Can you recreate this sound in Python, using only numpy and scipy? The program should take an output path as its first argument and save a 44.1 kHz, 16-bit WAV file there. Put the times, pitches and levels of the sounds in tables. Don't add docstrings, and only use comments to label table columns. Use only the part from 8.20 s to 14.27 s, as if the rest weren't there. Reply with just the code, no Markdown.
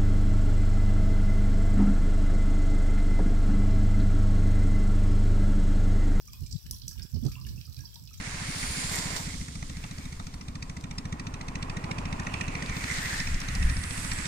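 import sys
import numpy as np
from scipy import signal
from scipy.fft import rfft, irfft, next_fast_len
from scipy.io import wavfile
from scipy.ndimage import uniform_filter1d

SR = 44100
rng = np.random.default_rng(int(sys.argv[2]) if len(sys.argv) > 2 else 0)


def to_wav(sig):
    pcm = np.clip(np.atleast_2d(sig), -1, 1) * 32767
    pcm = np.round(pcm).astype(np.int16)
    wavfile.write(sys.argv[1], SR, pcm.T)


N = 267731
TIME = np.arange(N) / SR
FFT_SIZE = next_fast_len(N, real=True)
FREQ = np.maximum(np.arange(FFT_SIZE // 2 + 1) * SR / FFT_SIZE, 1)
TOP_HZ = 15400

# f/Hz, width/Hz, left/dB, right/dB
KNOCK_MODES = [(746, 610, -4, -7.5), (1263, 180, -14, 3.5), (1920, 110, -7, 0.5)]
BARK_MODES = [(1903, 130, 5, 3), (2323, 550, -16, 6)]
RASP_MODES = [(3550, 360, -2, 2.5), (4150, 640, 0, -0.5), (5050, 550, -9.5, -3.5), (5740, 580, 5.5, 1),
              (7330, 1700, -5.5, -6), (8090, 350, -7, -9.5)]

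def engine():
    times, index, since = firings()
    knock_db, bark_db, rasp_db = gas_levels(times)
    knock = bursts(times + 0.001986, knock_db, KNOCK_MODES,
                   rise_s=0.0031, fall_s=0.0069, tail_db=-36, tail_s=0.017)
    bark = bursts(times + 0.001546, bark_db, BARK_MODES,
                  rise_s=0.0042, fall_s=0.0023, tail_db=-17, tail_s=0.05)
    rasp = bursts(times + 0.00051, rasp_db, RASP_MODES,
                  rise_s=0.0032, fall_s=0.0023, tail_db=-10, tail_s=0.011)
    delay = from_left(lag_s=0.00046)
    direct = shape(thump(times, index, since) + knock + bark + rasp, delay)
    pipe_notes = resonances([(132, 187, 0.6, 0), (249.8, 17.5, 3, 4.5), (476, 103, -24, -20.5)])
    echoes = unit(shape(pair(likeness=0.98), pipe_notes * delay))
    return direct + echoes * undb(curves(EFFORT_DB)[0] - 5.5)


# t/s, firing rate/Hz
FIRING_RATE = [(0.0, 13.799), (0.3, 13.911), (0.7, 14.151), (1.4, 13.999), (2.6, 14.005), (3.2, 13.971),
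               (3.8, 14.001), (4.3, 14.139), (4.7, 13.733), (5.4, 14.22), (6.07, 14.398)]

def firings():
    cycles = np.cumsum(curves(FIRING_RATE)[0]) / SR
    times = np.interp(np.arange(int(cycles[-1]) + 1), cycles, TIME)
    index = np.minimum((cycles + 1 / 4).astype(int), len(times) - 1)
    return times, index, TIME - times[index]


# t/s, relative level/dB
EFFORT_DB = [(0, -44), (.45, -42.5), (1, -42), (1.5, -44.5), (2.15, -46), (2.95, -40.5), (3.2, -43),
             (3.7, -38.5), (4.5, -39.5), (4.72, -42.5), (6.07, -43)]

def thump(times, index, since):
    lead_s, low_hz, high_hz, sweep_s = 0.004, 124, 282, 0.0195
    sway_hz, sway_s, sway_db, boost_db = 78, 0.0085, -12, 12
    swell_jitter, pitch_jitter, jitter_db = rng.standard_normal((len(times), 3))[index].T
    age = np.maximum(since + lead_s, 0)
    sweep = np.minimum(age, sweep_s)
    cycles = low_hz * age + (high_hz - low_hz) * (sweep ** 3 / (3 * sweep_s ** 2) + age - sweep)
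    swell = age / (0.0056 * np.exp(0.07 * swell_jitter))
    boom = (swell * np.exp(1 - swell)) ** 0.92 * np.sin(2 * np.pi * cycles * (1 + 0.011 * pitch_jitter))
    sway_age = np.maximum(since / sway_s + 1, 0)
    sway = sway_age * np.exp(1 - sway_age) * np.sin(2 * np.pi * sway_hz * sway_s * sway_age)
    return (boom + undb(sway_db) * sway) * undb(curves(EFFORT_DB)[0] + boost_db + jitter_db)


# t/s, extra knock/dB, extra bark/dB, extra rasp/dB
HARD_CRACKS = [(.43, 5, 9, 6), (.79, -1, -9, 13), (1.43, 7.5, 3, 0), (1.64, 8, 6, 1), (2.0, 8.5, -6, 0),
               (2.43, -7, 7, 5), (2.78, -1, 1.5, 9), (3.21, 3, 3.5, 0), (3.36, -7, 5.5, 2),
               (3.43, -6, 2.5, 5), (3.71, -7, 5, 4), (4.07, 8.5, 4, 0.5), (4.14, 7, 6.5, 4),
               (4.21, 2, 9, 3.5), (4.36, -19, 4, 0.5), (4.64, 6.5, 7.5, 2.5), (5.0, -6, 9, 7),
               (5.07, 0, 7, 3.5), (5.29, 2, 4.5, 3.5), (5.43, 0, 6, 0.5), (5.92, 0, 9.5, 5.5)]

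def gas_levels(times):
    idle_db, scatter_db = -41.5, 0.9
    effort_db = curves(EFFORT_DB, times)[0] - idle_db
    burn_db = scatter_db * rng.standard_normal(len(times))
    knock_db = -62.5 + 0.1 * effort_db + 1.65 * times
    bark_db = -56.5 + 1.36 * effort_db + 1.18 * times
    rasp_db = -58 + 0.041 * effort_db + 1.55 * times
    levels_db = np.array([knock_db, bark_db, rasp_db]) + burn_db
    for t, *extra_db in HARD_CRACKS:
        nearest = np.argmin(abs(times - t))
        levels_db[:, nearest] += np.array(extra_db) - burn_db[nearest]
    return levels_db


def bursts(times, levels_db, modes, rise_s, fall_s, tail_db, tail_s):
    size, lead, detune, scatter_db = 4096, 512, 0.035, 3.2
    since = (np.arange(size) - lead) / SR
    after = np.maximum(since, 0)
    bins_hz = np.maximum(np.arange(size // 2 + 1) * SR / size, 1)
    opening = np.exp(-(np.minimum(since, 0) / rise_s) ** 2)
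    decay = np.exp(-after / fall_s) + undb(tail_db) * np.exp(-after / tail_s)
    out = np.zeros((2, N + 2 * size))
    for t, db in zip(times, levels_db):
        jitter = rng.standard_normal((len(modes), 2)) * [detune, scatter_db]
        varied = [(hz * (1 + shift), width, left + gain_db, right + gain_db)
                  for (hz, width, left, right), (shift, gain_db) in zip(modes, jitter)]
        gas = irfft(rfft(pair(likeness=0.83, size=size)) * resonances(varied, bins_hz))
        start = max(int(t * SR), 0)
        out[:, start:start + size] += unit(gas * opening * decay) * undb(db)
    return out[:, lead:lead + N]


# f/Hz, left/dB, right/dB
TUMBLE_SPECTRUM = [(150, -35, -35), (310, -2, 4.5), (553, -2, -2.5), (865, 1, 0), (1033, 3, 5.5),
                   (1470, -12.5, -4), (2270, -41, -58)]
WASH_SPECTRUM = [(835, -8, -8), (1360, 2.5, 2), (1810, 6, 4), (2430, -0.5, 2), (2580, 3.5, 0.5),
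                 (3380, -11, -10.5), (4700, -39, -30)]
FOAM_SPECTRUM = [(1800, -8.5, -18.5), (3530, 4.5, -1.5), (4600, 3.5, 0), (5830, 1.5, 0), (7400, 2, -1.5),
                 (8200, 1.5, -4), (9320, 0, -1.5), (10030, -36, -10), (11500, -34, -19), (13000, -42, -51)]
SPRAY_SPECTRUM = [(8000, -21, -14), (10300, -3, -3), (12700, -0.5, 5.5), (14000, 3, 7), (14900, -1, -18)]
# t/s, f/Hz
RING_HZ = [(0, 2133), (1.6, 2128), (4.1, 2642), (4.8, 1864), (6.07, 1978)]
# crest/s, base rise/s, hold/s, base fall/s,
# tumble/dB, wash/dB, ring/dB, foam/dB, spray/dB, tumble pan/dB, foam pan/dB
SURF = [(0, 0.28, 0.22, 0.39, -53.5, -44.5, -52.5, -50, -83, 10, -22),
        (.4, 0.34, .25, 0.28, -50, -41.5, -47, -37, -54.5, 10.5, -1.5),
        (.73, .07, 0.056, 0.072, -42.5, -42, -47.5, -38, -51.5, 4.5, -11),
        (.87, 0.076, 0.061, 0.32, -43, -42, -47, -41.5, -59.5, 4.5, -13),
        (.964, 0.0067, 0.0059, 0.0097, -41, -37, -50, -33.5, -54, 6, -8),
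        (1.66, 0.32, .15, 0.4, -63, -55, -57, -52, -65, 5, -4.5),
        (3.7, 0.7, 0.73, 0.55, -43, -50, -80, -57, -82, -0.1, -5),
        (4.17, 0.25, 0.55, 0.33, -71, -53, -48.5, -52.5, -76, 2.5, -7),
        (4.73, 0.21, 0.25, .13, -49.5, -41, -38.5, -38, -54, 9, 0),
        (5.33, 0.64, .15, 0.81, -55.5, -41, -47, -45.5, -62, 14.5, -4.5),
        (5.78, 0.14, 0.43, .25, -49, -42, -55, -42.5, -62, -3, -7)]

def sea():
    *_, tumble_db, wash_db, ring_db, foam_db, spray_db, tumble_pan_db, foam_pan_db = np.transpose(SURF)
    wash_pan_db = np.full(len(SURF), -4)
    ring_hz = curves(RING_HZ)[0] * (1 + 0.035 * walk(rate_hz=25))
    ring = band(ring_hz, width_hz=180, likeness=0.37) * pan(db=-2.5) * undb(2.1 * walk(rate_hz=40))
    wash = bubbles(WASH_SPECTRUM, likeness=0.088, grain_db=3, lag_s=0.00047)
    tumble = bubbles(TUMBLE_SPECTRUM, likeness=0.44, grain_db=3.5, lag_s=0.00031)
    foam = bubbles(FOAM_SPECTRUM, likeness=0.09, grain_db=3, lag_s=0.000417)
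    spray = bubbles(SPRAY_SPECTRUM, likeness=0.068, grain_db=3, lag_s=0.000397) * pan(db=6)
    return (tumble * surge(tumble_db, tumble_pan_db, rise_scale=1.33, fall_scale=0.46, calm_db=-75.5)
            + wash * surge(wash_db, wash_pan_db, rise_scale=1.3, fall_scale=0.53, calm_db=-67)
            + ring * surge(ring_db, wash_pan_db, rise_scale=0.92, fall_scale=0.6, calm_db=-82.5)
            + foam * surge(foam_db, foam_pan_db, rise_scale=0.83, fall_scale=1.16, calm_db=-60.5)
            + spray * surge(spray_db, foam_pan_db, rise_scale=0.63, fall_scale=0.92, calm_db=-77))


def surge(levels_db, pans_db, rise_scale, fall_scale, calm_db):
    power = undb(calm_db) ** 2
    for (crest, rise, hold, fall, *_), db, pan_db in zip(SURF, levels_db, pans_db):
        before = np.maximum(crest - TIME, 0) / (rise * rise_scale)
        after = np.maximum(TIME - crest - hold, 0) / (fall * fall_scale)
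        power = power + (undb(db) * pan(pan_db) * np.exp(-before - after)) ** 2
    return np.sqrt(power)


def bubbles(spectrum, likeness, grain_db, lag_s):
    fizz = rfft(pair(likeness, grain_db), FFT_SIZE) * colour(spectrum) * from_left(lag_s)
    octave = np.log2(FREQ / TOP_HZ) + 7
    bands = (irfft(fizz * np.maximum(1 - abs(octave - k), 0), FFT_SIZE)[:, :N] for k in range(8))
    return unit(sum(part * undb(walk(rate_hz=28)) for part in bands))


# t/s, half-width/s, f/Hz, glide/(Hz/s), bandwidth/Hz, level/dB
HISS_BANDS = [(0.56, 0.27, 9400, 101.5, 550, -46), (.74, 0.31, 7350, 699.5, 470, -46),
              (.58, 0.35, 4650, 200.5, 450, -49.5), (5.7, 0.31, 9250, -500, 570, -51),
              (5.98, 0.47, 7850, -700, 430, -49), (5.83, 0.18, 10500, 6, 710, -54.5)]

def sizzle():
    out = 0
    for t, half_s, hz, glide, width_hz, db in HISS_BANDS:
        centre_hz = hz + glide * np.clip(TIME - t, -1, 1)
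        out = out + band(centre_hz, width_hz, likeness=0.24) * undb(db) * bump(t, half_s)
    return out * pan(db=-16)


# f/Hz, left/dB, right/dB
WIND_SPECTRUM = [(8, -8, -10), (26, 2.5, 2), (40.8, -11.5, -8.5), (60, -2, -3.5), (115, -11, -10.5),
                 (173, -19, -16), (297, -35.5, -34.5), (660, -88, -71.5)]
# t/s, half-width/s, level/dB
WIND_GUSTS = [(0.608, 0.78, -46), (1.183, 0.069, -39), (4.3, 0.54, -40.5), (5.108, 0.061, -32.5),
              (5.452, 0.12, -26), (5.75, 0.46, -38)]
# t/s, half-width/s, peak pressure/full scale
WIND_BUFFETS = [(5.145, 0.007, -0.093), (5.17, 0.0071, 0.053), (5.401, 0.0043, -0.081),
                (5.453, 0.0029, 0.18)]

def wind():
    breeze_db = -41
    power = undb(breeze_db) ** 2 + sum(undb(db) ** 2 * bump(t, half_s) for t, half_s, db in WIND_GUSTS)
    rumble = unit(shape(pair(likeness=0.99), colour(WIND_SPECTRUM))) * np.sqrt(power)
    return rumble + sum(peak * bump(t, half_s) for t, half_s, peak in WIND_BUFFETS)


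# t/s, relative level/dB, f/Hz
RAINDROPS = [(0.757, -28, 7100), (2.147, -53, 8850), (2.61, -46, 5060), (4.461, -35, 3600),
             (4.612, -45, 7000), (5.203, -35, 5700), (5.351, -31.5, 5000)]

def rain():
    out, decay_s = 0, 0.003
    for t, db, hz in RAINDROPS:
        tick = unit(shape(pair(likeness=0.3), resonances([(hz, 0.72 * hz, 0, 0)])))
        envelope = (TIME >= t) * np.exp(-abs(TIME - t) / decay_s)
        out = out + undb(db + 1.5) * envelope * tick
    return out


# t/s, half-width/s, top f/Hz, level/dB
WHISTLE_ARCHES = [(0.98, .055, 14250, -55), (4.572, .035, 14270, -62)]

def whistles():
    out = 0
    for t, half_s, top_hz, db in WHISTLE_ARCHES:
        arch = bump(t, half_s)
        hz = top_hz * (1 - 0.045 * (1 - arch) + 0.004 * walk(rate_hz=400))
        out = out + undb(db) * arch * np.sqrt(2) * np.sin(2 * np.pi * np.cumsum(hz) / SR)
    return out


def undb(db):
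    return 10 ** (np.asarray(db) / 20)


def unit(x):
    return x / np.sqrt(np.mean(x ** 2))


def bump(t, half_s):
    return np.exp(-((TIME - t) / half_s) ** 2)


def curves(table, at=TIME):
    times, *columns = np.transpose(table)
    return [np.interp(at, times, column) for column in columns]


def shape(x, gain):
    return irfft(rfft(x, FFT_SIZE) * gain, FFT_SIZE)[..., :N]


def colour(spectrum):
    hz, *sides = np.transpose(spectrum)
    return undb([np.interp(np.log(FREQ), np.log(hz), db) for db in sides])


def resonances(modes, at=FREQ):
    return sum(undb([[left], [right]]) / (1 + ((at / hz - hz / at) * hz / width) ** 2)
               for hz, width, left, right in modes)


def pan(db):
    return undb(db * np.array([[1], [-1]]) / 2)


def from_left(lag_s):
    return np.exp(-2j * np.pi * FREQ * np.array([[0], [lag_s]]))


def walk(rate_hz):
    hold = int(SR / rate_hz)
    steps = np.repeat(rng.standard_normal(N // hold + 1), hold)
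    return 1.3 * uniform_filter1d(uniform_filter1d(steps, hold), hold)[:N]


def pair(likeness, grain_db=0, size=N):
    noise = rng.standard_normal((3, size))
    noise *= undb(grain_db * np.minimum(rng.exponential(size=(3, size)), 8))
    return unit(np.sqrt(likeness) * noise[2] + np.sqrt(1 - likeness) * noise[:2])


def band(hz, width_hz, likeness):
    narrow = shape(pair(likeness), 1 / (1 + (FREQ / width_hz) ** 2))
    return unit(narrow * np.cos(2 * np.pi * np.cumsum(hz) / SR))


def scene():
    return engine() + sea() + sizzle() + wind() + rain() + whistles()


def record(dry):
    return signal.sosfilt(signal.ellip(10, 0.2, 80, TOP_HZ, fs=SR, output="sos"), dry)


dry = scene()
out = record(dry)
to_wav(out)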